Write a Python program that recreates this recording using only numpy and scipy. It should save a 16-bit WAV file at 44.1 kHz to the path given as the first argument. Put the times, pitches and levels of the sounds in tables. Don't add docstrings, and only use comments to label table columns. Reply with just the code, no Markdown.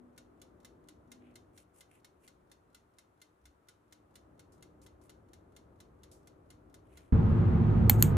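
import sys
import numpy as np
from scipy import signal
from scipy.fft import rfft, irfft
from scipy.io import wavfile
from scipy.ndimage import uniform_filter1d

SR = 44100
rng = np.random.default_rng(int(sys.argv[2]) if len(sys.argv) > 2 else 0)


def generate_wav(signal):
    frames = np.transpose(np.atleast_2d(signal))
    scaled = np.clip(frames, -1, 1) * 32767
    pcm = np.round(scaled).astype(np.int16)
    wavfile.write(sys.argv[1], SR, pcm)


N = 360280
T = np.arange(N) / SR

# (frequency [Hz], relative level [dB], time to fall 60 dB [s])
TIMER_TONES = [(1442, -1, .1), (2020, 1.5, .065), (2095, 2, .075), (3057, -4, .06), (3402, -3, .06),
               (3671, 0, .065), (4015, -4, .055), (4400, -3, .07), (5211, -6, .07), (6470, -7, .08),
               (10465, -2, .03), (12930, -2, .025)]
# (frequency [Hz], relative level [dB])
GEAR_PLATE_COLOUR = [(500, -15), (900, -8), (1800, -2), (2500, -8), (3400, 1), (4400, 0), (4850, -10),
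                     (5300, -1), (7200, -2), (8200, -4), (10600, -3), (12000, -11), (13000, -5),
                     (14000, -25), (16000, -42)]
# (frequency [Hz], relative level [dB])
KITCHEN_ECHO_COLOUR = [(400, -9), (1400, 0), (2500, -2), (3700, 2), (4450, 1), (4850, -8), (5250, -1),
                       (6800, -1), (7800, -9), (10500, -11), (13000, -16), (14200, -40)]
# (start [s], end [s], time of one tick [s], relative level [dB])
TIMER_SPELLS_HEARD = [(0, 1.5, .1775, -57.3), (1.5, 7.1, 1.8070, -59.8)]
# (frequency [Hz], relative level [dB])
RUMBLE_COLOUR = [(20, -27), (35, -13), (50, -5), (68, 0), (82, -4), (97, -1), (120, -6), (150, -9),
                 (220, -30)]
# (frequency [Hz], relative level [dB])
DRONE_COLOUR = [(90, -22), (160, 0), (215, -2), (265, -1), (370, 0), (450, -5), (600, -8), (800, -14),
                (1300, -19), (2000, -32)]
# (frequency [Hz], relative level [dB])
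HUM_LINES = [(302, -9), (360, -15)]
# (frequency [Hz], relative level [dB])
HISS_COLOUR = [(200, -1), (700, -1.5), (1000, -2), (1300, -1.5), (1800, -11), (3000, -19), (5000, -27),
               (8000, -24.5), (12500, -28), (14000, -39)]
# (time [s], level [dB])
BACKGROUND_LEVEL = [(0, -65.5), (1.48, -65.5), (1.65, -71), (2.45, -70.5), (3.2, -75.5), (3.8, -74.5),
                    (4.25, -65.5), (7.1, -65)]
# (centre [s], half-width [s], level [dB])
OVEN_BUZZ_SWELLS = [(.02, .11, -62), (1.24, .13, -64)]
# (time [s], approximate peak level [dB], time to fall 60 dB [s])
HANDLING_TAPS = [(4.5206, -58, 0.21), (4.816, -56, 0.18), (5.0144, -62, 0.18), (6.1144, -51, 0.26)]
# (frequency [Hz], relative level [dB])
TAP_SPECTRUM = [(1000, -20), (3000, -7), (5800, 0), (8500, -1), (12500, -7), (14000, -24)]
# (centre [s], length [s], dull rub level [dB], bright swish level [dB])
HANDLING_BRUSHES = [(1.27, .2, -75, -92), (1.59, .14, -79, -73), (1.78, .12, -82, -71),
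                    (1.95, .16, -75, -77), (2.25, .13, -79, -76), (4.84, .05, -82, -74),
                    (5.05, .09, -84, -76), (6.98, .34, -76, -80)]
# (centre [s], level [dB])
LOW_THUDS = [(2.35, -70), (3.47, -63)]
# (frequency [Hz], gain of the left-right difference [dB])
KITCHEN_WIDTH = [(400, 0), (900, 2), (1500, 0), (3300, -2), (4800, 1), (6500, -2), (8500, 3), (10500, 7),
                 (12500, 12), (14200, 19), (16000, 16)]
# (frequency [Hz], left minus right [dB])
KITCHEN_BALANCE = [(60, 0), (200, 1), (330, 3.5), (550, 4), (850, 3), (1800, 1), (6000, 0)]
# (frequency [Hz], relative level [dB])
BOOM_COLOUR = [(15, -30), (28, -16), (45, -7), (60, -6), (75, -3), (85, -5), (100, 2.5), (112, 1),
               (127, -7), (150, -4), (175, -6), (198, -14), (228, -7), (290, -32)]
# (time [s], lift [dB])
ROAD_BUMPS = [(7.14, 5), (7.85, 3.5), (8.0, 2)]
# (frequency [Hz], relative level [dB])
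RUSH_COLOUR = [(180, -16), (250, -1), (290, -5), (400, -9), (500, -11), (600, -17), (820, -16), (1050, -19),
               (1300, -22), (1900, -30), (3000, -40), (4300, -48), (5300, -56), (8000, -58), (9500, -69)]
# (frequency [Hz], width [Hz], level relative to the rush [dB])
CABIN_PANELS = [(354, 13, -4), (446, 16, -12), (1245, 35, -21)]
# (frequency [Hz], left minus right [dB])
CABIN_BALANCE = [(100, 0), (150, -1), (215, -5), (330, -2), (500, 1), (800, 2), (2000, 0)]
# (time [s], snap level [dB], ring level [dB], echo level [dB])
PRESS_STROKE = (7.8963, -19, -6.5, -35.5)
# (time [s], snap level [dB], ring level [dB], echo level [dB])
RELEASE_STROKE = (8.025, -10.5, -12, -35)
# (frequency [Hz], relative level [dB], time to fall 60 dB [s])
PRESS_TONES = [(820, -15, .03), (1450, -20, .012), (2200, -12, .016), (3110, -18, .015), (3400, -19, .015),
               (4310, -14, .018), (4950, -21, .012), (5904, -18, .012), (6940, -21, .02), (9450, -22, .016),
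               (10050, -22, .012), (12500, -13, .006), (14095, 1.8, .018)]
# (frequency [Hz], relative level [dB], time to fall 60 dB [s])
RELEASE_TONES = [(2502, -14, .011), (3300, -17, .011), (4322, -13, .011), (6830, -5, .008),
                 (8087, -5.5, .012), (11055, -8, .01), (12220, -5, .01), (12480, -2, .013),
                 (13370, -1, .01), (14320, -8, .009)]
# (frequency [Hz], relative level [dB])
SNAP_COLOUR = [(500, -9), (2000, -12), (4300, -8), (5300, -16), (6900, 0), (10500, -8), (12800, 4),
               (14500, -2), (16000, -16)]
# (frequency [Hz], relative level [dB])
BUTTON_ECHO_COLOUR = [(700, -4), (2600, -3), (4300, -9), (5400, -16), (6700, 0), (8200, 0), (10500, -12),
                      (11500, -11), (13000, 1), (14400, 1), (15200, -14), (16000, -30)]

CUT_S, TOP_HZ = 7.124, 16000
SWING_S, TOCK_LAG_S = .4696, .2385
TOCK_DB, BEAT_SCATTER_DB = -1.8, .6
SHOT_CUT_S = 1.5
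RUMBLE_DB, RUMBLE_RISE_DB_PER_S, DRONE_DB, HISS_DB = -3.5, .7, 1.7, -76.3
BUZZ_HZ, BUZZ_DB = 244, -74
RUB_HZ, SWISH_HZ = 2400, 9300
THUD_HZ, THUD_WIDTH_HZ, THUD_S = 68, 14, .14
BOOM_DB, BUMP_S, RUSH_DB = -23.2, .025, -38.6


def undb(db):
    return 10 ** (np.asarray(db) / 20)


def unit(x):
    return x / np.sqrt(np.mean(x ** 2))


def curves(table):
    s, *columns = np.transpose(table)
    return [np.interp(T, s, column) for column in columns]


def swell(s, half_width_s):
    return np.exp(-((T - s) / half_width_s) ** 2)


def noise(spectrum, size=N, channels=1):
    hz, db = np.transpose(spectrum)
    f = np.maximum(np.fft.rfftfreq(size, 1 / SR), 1)
    gain = undb(np.interp(np.log(f), np.log(hz), db))
    gain = gain * np.minimum(f / hz[0], 1) ** 2 * np.minimum(hz[-1] / f, 1) ** 4
    white = rng.standard_normal((channels, size))
    return unit(irfft(rfft(white) * gain, size))


def band(hz, width_hz, size=N, channels=1):
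    f = np.fft.rfftfreq(size, 1 / SR)
    white = rng.standard_normal((channels, size))
    return unit(irfft(rfft(white) / (1 + ((f - hz) / width_hz) ** 2 / 2) ** 2, size))


def diffuse(pair, wide_hz, width):
    size = pair.shape[1]
    f = np.fft.rfftfreq(size, 1 / SR)
    side = irfft(rfft(pair[1]) * width * np.minimum(f / wide_hz, 1), size)
    return np.array([pair[0] + side, pair[0] - side])


def fade(t60, size):
    return np.exp(-np.log(1000) * T[:size] / t60)


def ring(modes, size, scatter_db=0):
    out = np.zeros(size)
    for k, (hz, db, t60) in enumerate(modes):
        gain = undb(db + scatter_db * rng.standard_normal())
        tone = gain * fade(t60, size) * np.sin(2 * np.pi * hz * T[:size])
        out += tone * (-1) ** k
    return out


def add(out, s, x):
    start = int(s * SR)
    out[:, start:start + x.shape[-1]] += x[..., :N - start]


def beats(count=16):
    found = []
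    for start, end, tick_s, db in TIMER_SPELLS_HEARD:
        for swing in np.arange(-1, count):
            for lag, softer_db in [(0, 0), (TOCK_LAG_S, TOCK_DB)]:
                s = tick_s + swing * SWING_S + lag
                if start < s < end:
                    found.append((s, db + softer_db + BEAT_SCATTER_DB * rng.standard_normal()))
    return found


def timer(size=10000):
    out = np.zeros((2, N))
    pallets = [noise(GEAR_PLATE_COLOUR, size, channels=2) for _ in range(2)]
    echo = noise(KITCHEN_ECHO_COLOUR, size, channels=2)
    echo = echo * fade(.24, size) * (1 - fade(.03, size))
    for k, (s, db) in enumerate(beats()):
        fresh = noise(GEAR_PLATE_COLOUR, size, channels=2)
        plates = (.8 * pallets[k % 2] + .6 * fresh) * fade(.046, size)
        tuned = [(hz * (1 + .013 * rng.standard_normal()), level, t60) for hz, level, t60 in TIMER_TONES]
        modes = np.array([ring(tuned, size, scatter_db=2.5), .4 * ring(tuned, size, scatter_db=4)])
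        blow = undb(3.8) * plates + undb(-9) * modes + undb(-8.5) * echo
        tick = diffuse(blow, 700, .75) * (1 - fade(.003, size))
        add(out, s, undb(db) * tick)
        add(out, s + rng.uniform(.001, .004), undb(db - 8.5) * tick)
        add(out, s + rng.uniform(.005, .009), undb(db - 11) * tick)
        add(out, s - rng.uniform(.04, .048), undb(db - 25 + 4 * rng.standard_normal()) * tick)
        add(out, s - rng.uniform(.012, .018), undb(db - 24 + 3 * rng.standard_normal()) * tick)
    return out


def oven_buzz():
    phase = np.angle(signal.hilbert(band(BUZZ_HZ, 6, channels=2)))
    buzz = unit(np.cos(phase))
    strength = undb(BUZZ_DB) + sum(undb(db) * swell(s, width) for s, width, db in OVEN_BUZZ_SWELLS)
    at_door = np.clip((SHOT_CUT_S - T) / .1, 0, 1)
    return strength * at_door * buzz


def kitchen():
    background_db, = curves(BACKGROUND_LEVEL)
    rumble = undb(RUMBLE_DB + RUMBLE_RISE_DB_PER_S * T) * noise(RUMBLE_COLOUR, channels=2)
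    hum = sum(undb(db) * band(hz, 3.5, channels=2) for hz, db in HUM_LINES)
    drone = undb(DRONE_DB) * (undb(-1.2) * noise(DRONE_COLOUR, channels=2) + hum)
    hiss = undb(HISS_DB) * noise(HISS_COLOUR, channels=2)
    air = undb(background_db) * (rumble + drone) + oven_buzz() + hiss
    return diffuse(air, 700, 1.0)


def handling(size=12000):
    out = np.zeros((2, N))
    for s, db, t60 in HANDLING_TAPS:
        tap = diffuse(noise(TAP_SPECTRUM, size, channels=2), 700, .8) * fade(t60, size)
        add(out, s, undb(db - 13) * tap)
    dull = signal.butter(10, 12800, fs=SR, output="sos")
    for s, length, rub_db, swish_db in HANDLING_BRUSHES:
        count = int(length * SR)
        grip = unit(undb(3 * band(60, 120, count)))
        rub = undb(rub_db) * band(RUB_HZ, .36 * RUB_HZ, count, channels=2)
        swish = undb(swish_db) * band(SWISH_HZ, .36 * SWISH_HZ, count, channels=2)
        brush = signal.sosfilt(dull, rub + swish) * grip
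        add(out, s - length / 2, diffuse(brush, 700, .8) * np.hanning(count))
    count = int(THUD_S * SR)
    for s, db in LOW_THUDS:
        thud = undb(db) * band(THUD_HZ, THUD_WIDTH_HZ, count) * np.hanning(count)
        add(out, s - THUD_S / 2, thud)
    return out


def widen(pair, spread):
    hz, db = np.transpose(spread)
    gain = undb(np.interp(np.fft.rfftfreq(N, 1 / SR), hz, db))
    mid = (pair[0] + pair[1]) / 2
    side = irfft(rfft(pair[0] - pair[1]) * gain, N) / 2
    return np.array([mid + side, mid - side])


def lean(pair, balance):
    hz, db = np.transpose(balance)
    f = np.maximum(np.fft.rfftfreq(N, 1 / SR), 1)
    half = np.interp(np.log(f), np.log(hz), db) / 2
    return irfft(rfft(pair) * undb(np.array([half, -half])), N)


def car():
    boom_db = BOOM_DB + sum(db * swell(s, BUMP_S) for s, db in ROAD_BUMPS)
    boom = noise(BOOM_COLOUR, channels=2)
    boom = boom / np.sqrt(uniform_filter1d(boom ** 2, size=3000, axis=1))
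    panels = sum(undb(db) * band(hz, width, channels=2) for hz, width, db in CABIN_PANELS)
    rush = noise(RUSH_COLOUR, channels=2) + panels
    return diffuse(undb(boom_db) * boom + undb(RUSH_DB) * rush, 620, .9)


def button(stroke, modes, size=8000):
    s, snap_db, ring_db, echo_db = stroke
    out = np.zeros((2, N))
    snap = noise(SNAP_COLOUR, size) * fade(.007, size)
    echo = noise(BUTTON_ECHO_COLOUR, size) * fade(.17, size)
    add(out, s, undb(snap_db) * snap + undb(echo_db) * echo)
    add(out, s + .0003, undb(ring_db) * ring(modes, size))
    return out


def pre_release_swell(size=3300):
    out = np.zeros((2, N))
    add(out, 7.972, undb(-53) * noise(SNAP_COLOUR, size) * np.hanning(size))
    return out


def scene():
    indoors = lean(widen(timer() + kitchen() + handling(), KITCHEN_WIDTH), KITCHEN_BALANCE)
    driving = lean(car(), CABIN_BALANCE)
    press = button(PRESS_STROKE, PRESS_TONES)
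    clicks = press + pre_release_swell() + button(RELEASE_STROKE, RELEASE_TONES)
    cut = np.clip((T - CUT_S) / .0004, 0, 1)
    return (1 - cut) * indoors + cut * driving + clicks


def record(dry):
    return signal.sosfilt(signal.ellip(8, .2, 70, TOP_HZ, fs=SR, output="sos"), dry)


dry = scene()
out = record(dry)
generate_wav(out)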